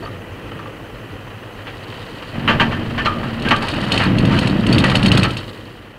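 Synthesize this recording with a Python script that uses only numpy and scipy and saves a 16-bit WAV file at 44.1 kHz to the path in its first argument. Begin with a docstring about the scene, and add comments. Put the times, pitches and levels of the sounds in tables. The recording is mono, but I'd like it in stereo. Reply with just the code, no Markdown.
"""Inside a car that rolls slowly along a gravel road and over a steel cattle grid: cabin boom, tyre roar
and grit are evened-out streams of tiny random impacts, coloured by filters. On the bars the boom swells,
loose pipes clank as noise chatter that rings a bank of modes, and trim close to the microphone knocks as
short decaying sines with noise ticks. A faint whine, two squeaks and hiss lie around them.
Then the tyres are back on gravel and the road sound fades."""
import sys
import numpy as np
from scipy import signal
from scipy.fft import rfft, irfft, next_fast_len
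from scipy.io import wavfile
from scipy.ndimage import uniform_filter1d

SR = 44100
rng = np.random.default_rng(int(sys.argv[2]) if len(sys.argv) > 2 else 0)


def int16_out(signal):
    """Quantize to a 16-bit WAV file."""
    q = np.round(np.clip(np.atleast_2d(signal).T, -1, 1) * 32767)
    wavfile.write(sys.argv[1], SR, q.astype(np.int16))


N = 263716
TIME = np.arange(N) / SR
# padded transform length [samples] and its frequencies [Hz], kept above zero for the logarithms
SIZE = next_fast_len(N + 8192, real=True)
FREQ = np.maximum(np.arange(SIZE // 2 + 1) * SR / SIZE, 1)

# microphone hiss, spectrum: (frequency [Hz], relative level [dB])
HISS_SPECTRUM = [(1000, -15), (6000, 2.5), (15000, -0.5)]
# level of the hiss, which sinks with the closing fade: (time [s], level [dB])
HISS_LEVEL = [(0, -54), (5.45, -52.5), (5.98, -60.5)]
# the faint whine: (frequency [Hz], pulse rate [1/s], level at the top of each pulse [dB], end [s])
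WHINE = (6220, 7.45, -62, 2.1)

# the gravel road: (time [s], cabin boom [dB], tyre roar [dB], loose grit [dB]), before the closing fade
ROAD_LEVELS = [(0, -30, -37, -50), (.3, -34, -38, -60), (.55, -31.5, -37, -60), (.8, -35.5, -38.5, -57),
               (1.12, -33, -38, -57), (1.45, -36, -38, -56), (1.95, -33.5, -36, -44),
               (2.3, -35.5, -36.5, -46.5), (5.4, -30, -38, -38.5), (5.98, -35.5, -36.5, -55.5)]
# closing fade of the road sound: start [s], slope [dB/s]
FADE_FROM_S, FADE_DB_PER_S = 5.32, 10.5
# cabin boom on the road: (frequency [Hz], relative level [dB])
ROAD_BOOM = [(14, -42), (30, -14), (55, -6), (70, -27), (92, -0.5), (106, -1.5), (122, -5), (145, -9.5),
             (175, -11), (300, -9), (400, -13.5), (520, -12.5), (700, -34), (1400, -59)]
# boom of the steel deck as it takes the car's weight: (frequency [Hz], relative level [dB])
DECK_BOOM = [(14, -11), (32, -14), (55, -10), (68, -15), (95, -3), (120, -3.5), (180, -7.5), (210, -11.5),
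             (228, 3), (250, -11), (300, -9), (420, -18), (650, -20), (1400, -64)]
# cabin boom on the bars: (frequency [Hz], relative level [dB])
BARS_BOOM = [(14, -42), (33, -9.5), (56, -11.5), (78, -13), (104, -1), (135, -0.5), (160, -8), (190, 1),
             (228, -6.5), (300, -7), (420, -18.5), (650, -23.5), (1400, -75.5)]
# the wheels load the steel deck and it drums: (time [s], length [s], level [dB])
DECK_LOADS = [(2.32, 1.3, -24), (2.44, 0.24, -20), (3.42, 0.094, -20.5)]
# the wheels run over the bars: (time [s], length [s], level [dB])
BAR_RUNS = [(3.7, 1.55, -22), (3.89, 1.35, -22.5), (4.04, 0.22, -15.5), (4.2, 0.16, -15),
            (4.41, 0.64, -18.5), (4.66, 0.13, -13), (5.01, 0.18, -13)]
# the body takes up a load and settles again [s]
BODY_ATTACK_S, BODY_RELEASE_S = 0.038, 0.074

# tyre roar as it reaches the cabin: (frequency [Hz], relative level [dB])
ROAR_SPECTRUM = [(150, -29), (400, 0), (570, 4), (820, 2), (1250, 2), (1600, -0.5), (1950, 2.5),
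                 (2150, -5.5), (2600, -1), (3100, -2), (3450, -14), (4400, -17), (6000, -30.5),
                 (12000, -67)]
# loose grit as it reaches the cabin: (frequency [Hz], relative level [dB])
GRIT_SPECTRUM = [(1200, -26), (2300, -30), (2900, 8.5), (3450, -2.5), (3850, 2.5), (4100, 0.5), (4500, 1),
                 (5000, -8), (5800, -19), (8500, -17), (11000, -24), (15000, -66)]
# tyre roar on the grid: level at a shake of 0 dB [dB], growth with the shaking [dB per dB]
SHAKE_ROAR_DB, SHAKE_ROAR_SLOPE = -20, 0.54
# bouts in which everything loose in the car rattles: (time [s], length [s], crackle level [dB])
RATTLES = [(3.61, 0.36, -35.5), (3.91, 0.12, -30.5), (4.28, .2, -34), (4.68, 0.56, -35),
           (4.84, 0.13, -32.5), (5.11, 0.071, -31.5), (5.3, 0.13, -48)]
# a bout starts and dies away [s]; its lower clatter relative to its crackle [dB]
RATTLE_ATTACK_S, RATTLE_RELEASE_S, CLATTER_DB = 0.024, 0.019, 8

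# the chassis squeaks: (centre time [s], frequency [Hz], peak level [dB])
SQUEAKS = [(.033, 4450, -40), (.053, 4510, -36)]

# loose pipes struck by a wheel: (time [s], relative level [dB], bright ring [dB],
# strongest note [Hz], its lift [dB], length of the chatter [s])
CLANKS = [(.023, -28.5, -32, 792, 34, .022), (.058, -25, -8, 1240, 21, .009),
          (.516, -26.5, -3, 1270, 15, .005), (.59, -28.5, -11, 1300, 10, 0.011),
          (.656, -28, -22, 1150, 14, .008), (1.668, -36.5, 1.5, 1400, -3.5, 0.032),
          (1.923, -39, 13, 3000, 7, 0.0073), (2.22, -34.5, 7.5, 1120, 10.5, 0.018),
          (2.476, -19, 12, 2770, 8, 0.027), (2.493, -16.5, -9, 1760, 2.5, .046),
          (2.5973, -15, 10.5, 1690, 15, 0.021), (2.609, -13, -7, 910, 10.5, 0.026),
          (2.715, -24.5, -6, 1770, 7.5, 0.038), (2.978, -21.5, 12, 1720, 20.5, 0.04),
          (3.049, -23, 9, 4040, 21, 0.019), (3.058, -11.5, -2.5, 1270, 15.5, 0.018),
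          (3.0796, -9.5, -22, 1210, 25, 0.0037), (3.231, -17, -19, 1360, 4, 0.0024),
          (3.449, -23, 13.5, 1600, 26, 0.099), (3.508, -13, 4, 2290, 1, 0.0091),
          (3.516, -8.5, -16, 1250, 10.5, 0.016), (3.629, -17.5, -8, 990, 14, 0.01),
          (3.997, -22.5, -3.5, 1680, -0.5, 0.091), (4.309, -21.5, -31, 1370, 0, 0.075),
          (4.838, -16, 4, 2030, 17, 0.023), (4.915, -19.5, 3, 1290, 10, 0.0095),
          (5.241, -17.5, 7.5, 1350, 16, 0.023)]
# what the pipes ring with: (frequency [Hz], relative level [dB], t60 [s])
PIPE_MODES = [(690, -4, .08), (931, -2, .06), (1185, -1, .12), (1235, -2, .09), (1330, -2, .09),
              (1570, -4, .08), (1615, -2, .13), (1780, -1, .09), (1930, -4, .06), (2280, -8, .07),
              (2460, -5, .08), (2700, -3, .07), (2880, -3, .08), (3050, -3, .06), (4030, -17, .05),
              (4300, -17, .06)]
# the crash of steel on steel: (frequency [Hz], relative level [dB])
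CRASH_SPECTRUM = [(150, -10), (400, -1.5), (700, -4.5), (1000, 3), (1800, 3.5), (2150, 1), (2700, 2),
                  (3050, 3.5), (3500, -12.5), (4500, -14.5), (5800, -45), (9000, -33.5), (13500, -34)]
# width of a clank's strongest note [natural log of frequency, about a share of its pitch]
NOTE_SPAN = .12

# a jolt sets the loose trim bouncing:
# (time [s], number of knocks, first relative peak [dB], change per knock [dB])
BOUNCES = [(3.4207, 1, -17.5, 0), (3.486, 1, -8, 0), (3.561, 2, -12, -0.5), (3.683, 1, -8.5, 0),
           (3.7383, 1, -15.5, 0), (3.919, 3, -1.5, -3.5), (4.184, 1, -9.5, 0), (4.2514, 1, -11, -2),
           (4.388, 1, -4, 0), (4.4728, 1, -8, 0), (4.6658, 2, -8.5, 5), (4.782, 3, -1.5, -3.5),
           (4.9535, 1, -1, 0), (5.0286, 1, -7.5, 0), (5.0595, 4, -0.5, -0.5), (5.306, 2, -13.5, 1.5)]
# time between knocks at 0 dB [s]; weaker bounces are a little slower [s per dB]
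BOUNCE_S, BOUNCE_S_PER_DB = .0568, .00042
# lighter fall after each knock: delay [s], scatter [s], level [dB], brightening [dB per octave]
REBOUND_S, REBOUND_SCATTER_S, REBOUND_DB, REBOUND_TILT_DB = .021, 0.002, -13.5, 26
# plastic trim: (frequency [Hz], relative level [dB], t60 [s])
TRIM_MODES = [(2714, 19, 0.0096), (2930, 12, 0.01), (3023, 6, 0.025), (3760, 3, 0.045), (4340, 7.5, 0.021)]
# the hard tick: (frequency [Hz], relative level [dB])
TICK_SPECTRUM = [(2000, -22), (4400, 3.5), (5400, 1.5), (6000, -9), (6650, 2.5), (7200, -9), (8350, 2),
                 (8900, -7.5), (9600, -2), (10500, -13.5), (12800, -16), (14000, -30)]
# growth of the hard tick with the knock [dB per dB]
TICK_SLOPE = 0.98

# side against mid in the cabin: (frequency [Hz], level difference [dB])
SIDE_LEVEL = [(30, -15), (110, -25), (300, -30), (700, -26), (1300, -25), (2400, -17), (3300, -11),
              (4400, -9), (7000, -2)]
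# left minus right at the microphone ports: (frequency [Hz], level difference [dB])
PORT_BALANCE = [(40, -1), (250, -.3), (1500, -.7), (2800, -1.5), (3300, -7), (3800, 0), (4600, -1),
                (5500, 4), (9500, 4), (12000, 0)]
# upper edge of the capsules and of the recorder [Hz]; ceiling of the rounded peaks [full scale 1]
MIC_HZ, TOP_HZ, CEILING = 13800, 15650, .93


def undb(db):
    """Decibels to gain."""
    return 10 ** (np.asarray(db) / 20)


def unit(x):
    """Scale to rms 1."""
    return x / np.sqrt(np.mean(x ** 2))


def curve(rows, axis=1):
    """One column of a table, joined by straight lines in time."""
    rows = np.array(rows)
    return np.interp(TIME, rows[:, 0], rows[:, axis])


def response(points):
    """Gain at every frequency, drawn through (frequency [Hz], level [dB]) points on a log axis."""
    hz, db = np.transpose(points)
    return undb(np.interp(np.log(FREQ), np.log(hz), db))


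def colour(x, points):
    """Causal minimum-phase filter of the given shape and unit power gain, by folding the cepstrum."""
    cepstrum = irfft(np.log(unit(response(points))), SIZE)
    cepstrum[1:SIZE // 2] *= 2
    cepstrum[SIZE // 2 + 1:] = 0
    transfer = np.exp(rfft(cepstrum))
    return irfft(rfft(x, SIZE) * transfer, SIZE)[..., :N]


def even(x, seconds):
    """Hold the short-time level of each channel of a pair near 1."""
    power = uniform_filter1d(x ** 2, int(seconds * SR), axis=-1)
    return x / np.sqrt(power + 1e-9)


def add(track, at, sound):
    """Mix a sound into a track at a time in seconds."""
    start = max(int(at * SR), 0)
    track[..., start:start + sound.shape[-1]] += sound[..., :N - start]


def swells(rows, attack_s, release_s):
    """Gain of overlapping swells that each rise, hold and die away; their powers add."""
    power = np.zeros(N)
    for at, length, db in rows:
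        rise = np.clip((TIME - at) / attack_s, 0, 1)
        fall = np.exp(-np.maximum(TIME - at - length, 0) / release_s)
        power += (undb(db) * rise * fall) ** 2
    return np.sqrt(power)


def grains(rate, spread_db):
    """Mid and side streams of tiny impacts (rate per second); a wide spread makes a few much larger."""
    sizes = undb(spread_db * np.minimum(rng.exponential(size=(2, N)), 4))
    hits = rng.random((2, N)) < rate / SR
    return unit(hits * sizes * rng.choice([-1, 1], (2, N)))


def crackle(rate, spread_db, seconds):
    """Every grain is its own short burst of decaying noise."""
    keep = np.exp(-1 / (seconds * SR))
    power = signal.lfilter([1], [1, -keep], grains(rate, spread_db) ** 2)
    return np.sqrt(power) * rng.standard_normal((2, N))


def ring(modes, t):
    """Decaying sines, one row a mode."""
    hz, db, t60 = np.transpose(modes)[..., None]
    decay = np.exp(-np.log(1000) * t / t60)
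    return undb(db) * decay * np.sin(2 * np.pi * hz * t)


def detune(modes, spread):
    """The same part struck elsewhere: every mode shifts a little in pitch and level."""
    modes = np.array(modes, float)
    pitch, level = rng.standard_normal((2, len(modes)))
    return np.column_stack([modes[:, 0] * (1 + spread * pitch), modes[:, 1] + 0.95 * level, modes[:, 2]])


def cabin(x, t60, wet_db):
    """Direct sound and a short spray of reflections from glass and dashboard."""
    t = TIME[:len(x)]
    tail = rng.standard_normal((2, len(t))) * np.exp(-np.log(1000) * t / t60)
    tail *= undb(wet_db) / np.sqrt(np.sum(tail ** 2, axis=1, keepdims=True))
    return x + signal.fftconvolve(x[None], tail, axes=1)[:, :len(x)]


def hiss():
    """The microphone's own noise: coloured and independent in the two channels."""
    return undb(curve(HISS_LEVEL)) * colour(rng.standard_normal((2, N)), HISS_SPECTRUM)


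def whine(hz, rate_hz, db, end_s):
    """A faint high whine that pulses on the way to the grid: narrow-band noise under a sine-power gain."""
    bandpass = signal.butter(2, [hz - 90, hz + 90], "band", fs=SR, output="sos")
    band = signal.sosfilt(bandpass, rng.standard_normal((2, N)))
    pulses = np.sin(np.pi * rate_hz * TIME) ** 4
    return even(band, .03) * undb(db) * pulses * (TIME < end_s)


def road_fade():
    """Gain of the road sound: steady until the closing fade."""
    return undb(-FADE_DB_PER_S * np.maximum(TIME - FADE_FROM_S, 0))


def body(road_level, deck_level, bars_level):
    """Jolts through the suspension set the cabin booming: from road, drumming deck and single bars."""
    road = even(colour(grains(rate=1500, spread_db=2.0), ROAD_BOOM), 0.18)
    deck = even(colour(grains(rate=800, spread_db=0.0), DECK_BOOM), .07)
    bars = even(colour(grains(rate=500, spread_db=-0.5), BARS_BOOM), 0.0467)
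    return road * road_level + deck * deck_level + bars * bars_level


def tyres(roar_level, grit_level, shake, rattle):
    """Treads roar evenly on the road and clatter as the car shakes; grit and small rattles crackle on top."""
    treads = crackle(rate=1100, spread_db=2.1, seconds=.005)
    jolts = crackle(rate=500, spread_db=2.5, seconds=.005)
    stones = crackle(rate=300, spread_db=2.9, seconds=.003)
    shake_roar = undb(SHAKE_ROAR_DB) * shake ** SHAKE_ROAR_SLOPE
    clatter_level = np.hypot(shake_roar, undb(CLATTER_DB) * rattle)
    roar = even(colour(treads, ROAR_SPECTRUM), 0.15) * roar_level
    clatter = even(colour(jolts, ROAR_SPECTRUM), .07) * clatter_level
    grit = even(colour(stones, GRIT_SPECTRUM), 0.18) * np.hypot(grit_level, rattle)
    return roar + clatter + grit


def squeaks(length_s):
    """Brief high chirps of metal rubbing on metal: steady sines under a bell-shaped swell."""
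    out, t = np.zeros(N), TIME[:SR // 25]
    middle = t[-1] / 2
    for at, hz, db in SQUEAKS:
        swell = np.exp(-((t - middle) / length_s) ** 2)
        add(out, at - middle, undb(db) * swell * np.sin(2 * np.pi * hz * t))
    return out


def pipes(crash_db, ring_db, tail_s, tail_db, rise_s):
    """Each grid pipe chatters in its seat for some milliseconds: a crash, and the ring of its modes."""
    blows, rings = np.zeros((2, 2, N))
    t = TIME[:SR // 5]
    hz, mode_db, _ = np.transpose(PIPE_MODES)[..., None]
    treble = np.clip((hz - 1500) / 1500, 0, 1)
    for at, db, bright_db, note_hz, lift_db, length in CLANKS:
        contact = np.exp(-(t / length) ** 2) + undb(tail_db) * np.exp(-t / tail_s)
        contact *= 1 - np.exp(-t / rise_s)
        # noise with a jumping level makes the contact rough
        rough = rng.standard_normal((2, len(t))) * undb(3.6 * rng.standard_normal(len(t)))
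        chatter = even(rough, 0.016) * contact
        modes = ring(detune(PIPE_MODES, .009), t)
        struck = signal.fftconvolve(chatter[:, None], modes[None], axes=2)[..., :len(t)]
        # where the wheel meets the pipe decides which modes take the blow
        near_note = np.exp(-(np.log(hz / note_hz) / NOTE_SPAN) ** 2)
        share = undb(mode_db + bright_db * treble + lift_db * near_note)
        tone = np.sum(struck / struck.std(axis=2, keepdims=True) * share, axis=1)
        add(rings, at, undb(db + ring_db) * unit(tone) * np.sqrt(np.mean(contact ** 2)))
        # the cleaner the note, the less it crashes
        add(blows, at, undb(db + crash_db + .5 * (bright_db - lift_db)) * chatter)
    return rings + colour(blows, CRASH_SPECTRUM)


def bounces():
    """Time and relative level of every knock as the trim bounces on its seat."""
    for at, count, db, step_db in BOUNCES:
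        for _ in range(round(count)):
            yield at, db
            at += BOUNCE_S - BOUNCE_S_PER_DB * db
            db += step_db


def trim(knock_db, tick_db, lag_s, tick_s, push_s):
    """Plastic knocks on its seat, buzzes against something hard and falls back; returns knocks and ticks."""
    knocks, ticks = np.zeros((2, 2, N))
    t = TIME[:SR // 15]
    push = 1 - np.exp(-(t / push_s) ** 2)
    octaves = np.log2(np.array(TRIM_MODES)[:, :1] / TRIM_MODES[0][0])
    for start, peak_db in bounces():
        back = start + REBOUND_S + REBOUND_SCATTER_S * rng.standard_normal()
        for at, db, tilt_db in (start, peak_db, 0), (back, peak_db + REBOUND_DB, REBOUND_TILT_DB):
            modes = ring(detune(TRIM_MODES, .02), t)
            knock = np.sum(modes * undb(tilt_db * octaves), axis=0) * push
            knock /= np.abs(knock).max()
            add(knocks, at, undb(db + knock_db) * cabin(knock, t60=0.047, wet_db=-2.5))
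            buzz = rng.standard_normal((2, len(t))) * np.exp(-t / tick_s) * push
            add(ticks, at + lag_s, undb(TICK_SLOPE * db + tick_db) * buzz)
    return knocks, colour(ticks, TICK_SPECTRUM)


def scene():
    """All the car's sounds reach two close ports, the left one first; the hard tick sits by the left one."""
    boom, roar, grit = (undb(curve(ROAD_LEVELS, axis=k)) * road_fade() for k in (1, 2, 3))
    deck = swells(DECK_LOADS, BODY_ATTACK_S, BODY_RELEASE_S)
    bars = swells(BAR_RUNS, BODY_ATTACK_S, BODY_RELEASE_S)
    rattle = swells(RATTLES, RATTLE_ATTACK_S, RATTLE_RELEASE_S)
    road = body(boom, deck, bars) + tyres(roar, grit, np.hypot(deck, bars), rattle)
    steel = pipes(crash_db=1.0, ring_db=-4.0, tail_s=0.048, tail_db=-8.5, rise_s=0.00064)
    knocks, ticks = trim(knock_db=-1.5, tick_db=-18.5, lag_s=0.0017, tick_s=0.0061, push_s=0.00046)
    mid, side = rfft(road + steel + knocks, SIZE)
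    sign = np.array([[1], [-1]])  # left, right
    # the left port leads by 30 microseconds; above 2500 Hz the phase lead stays constant
    lead = np.exp(sign * 1j * np.pi * np.minimum(FREQ, 2500) * 3e-5)
    stereo = mid + sign * side * response(SIDE_LEVEL)
    ports = irfft(stereo * lead * response(PORT_BALANCE) ** (sign / 2), SIZE)[:, :N]
    car = ports + ticks * undb([[3], [-10]]) + squeaks(length_s=0.0041) + whine(*WHINE)
    # the capsules lose the highest treble, their own hiss does not
    car = signal.sosfilt(signal.butter(8, MIC_HZ, fs=SR, output="sos"), car)
    return car + hiss()


def record(dry):
    """The loudest peaks are rounded off and the top is cut."""
    rounded = dry / (1 + (dry / CEILING) ** 8) ** (1 / 8)
    return signal.sosfilt(signal.ellip(12, .1, 90, TOP_HZ, fs=SR, output="sos"), rounded)


dry = scene()
out = record(dry)
int16_out(out)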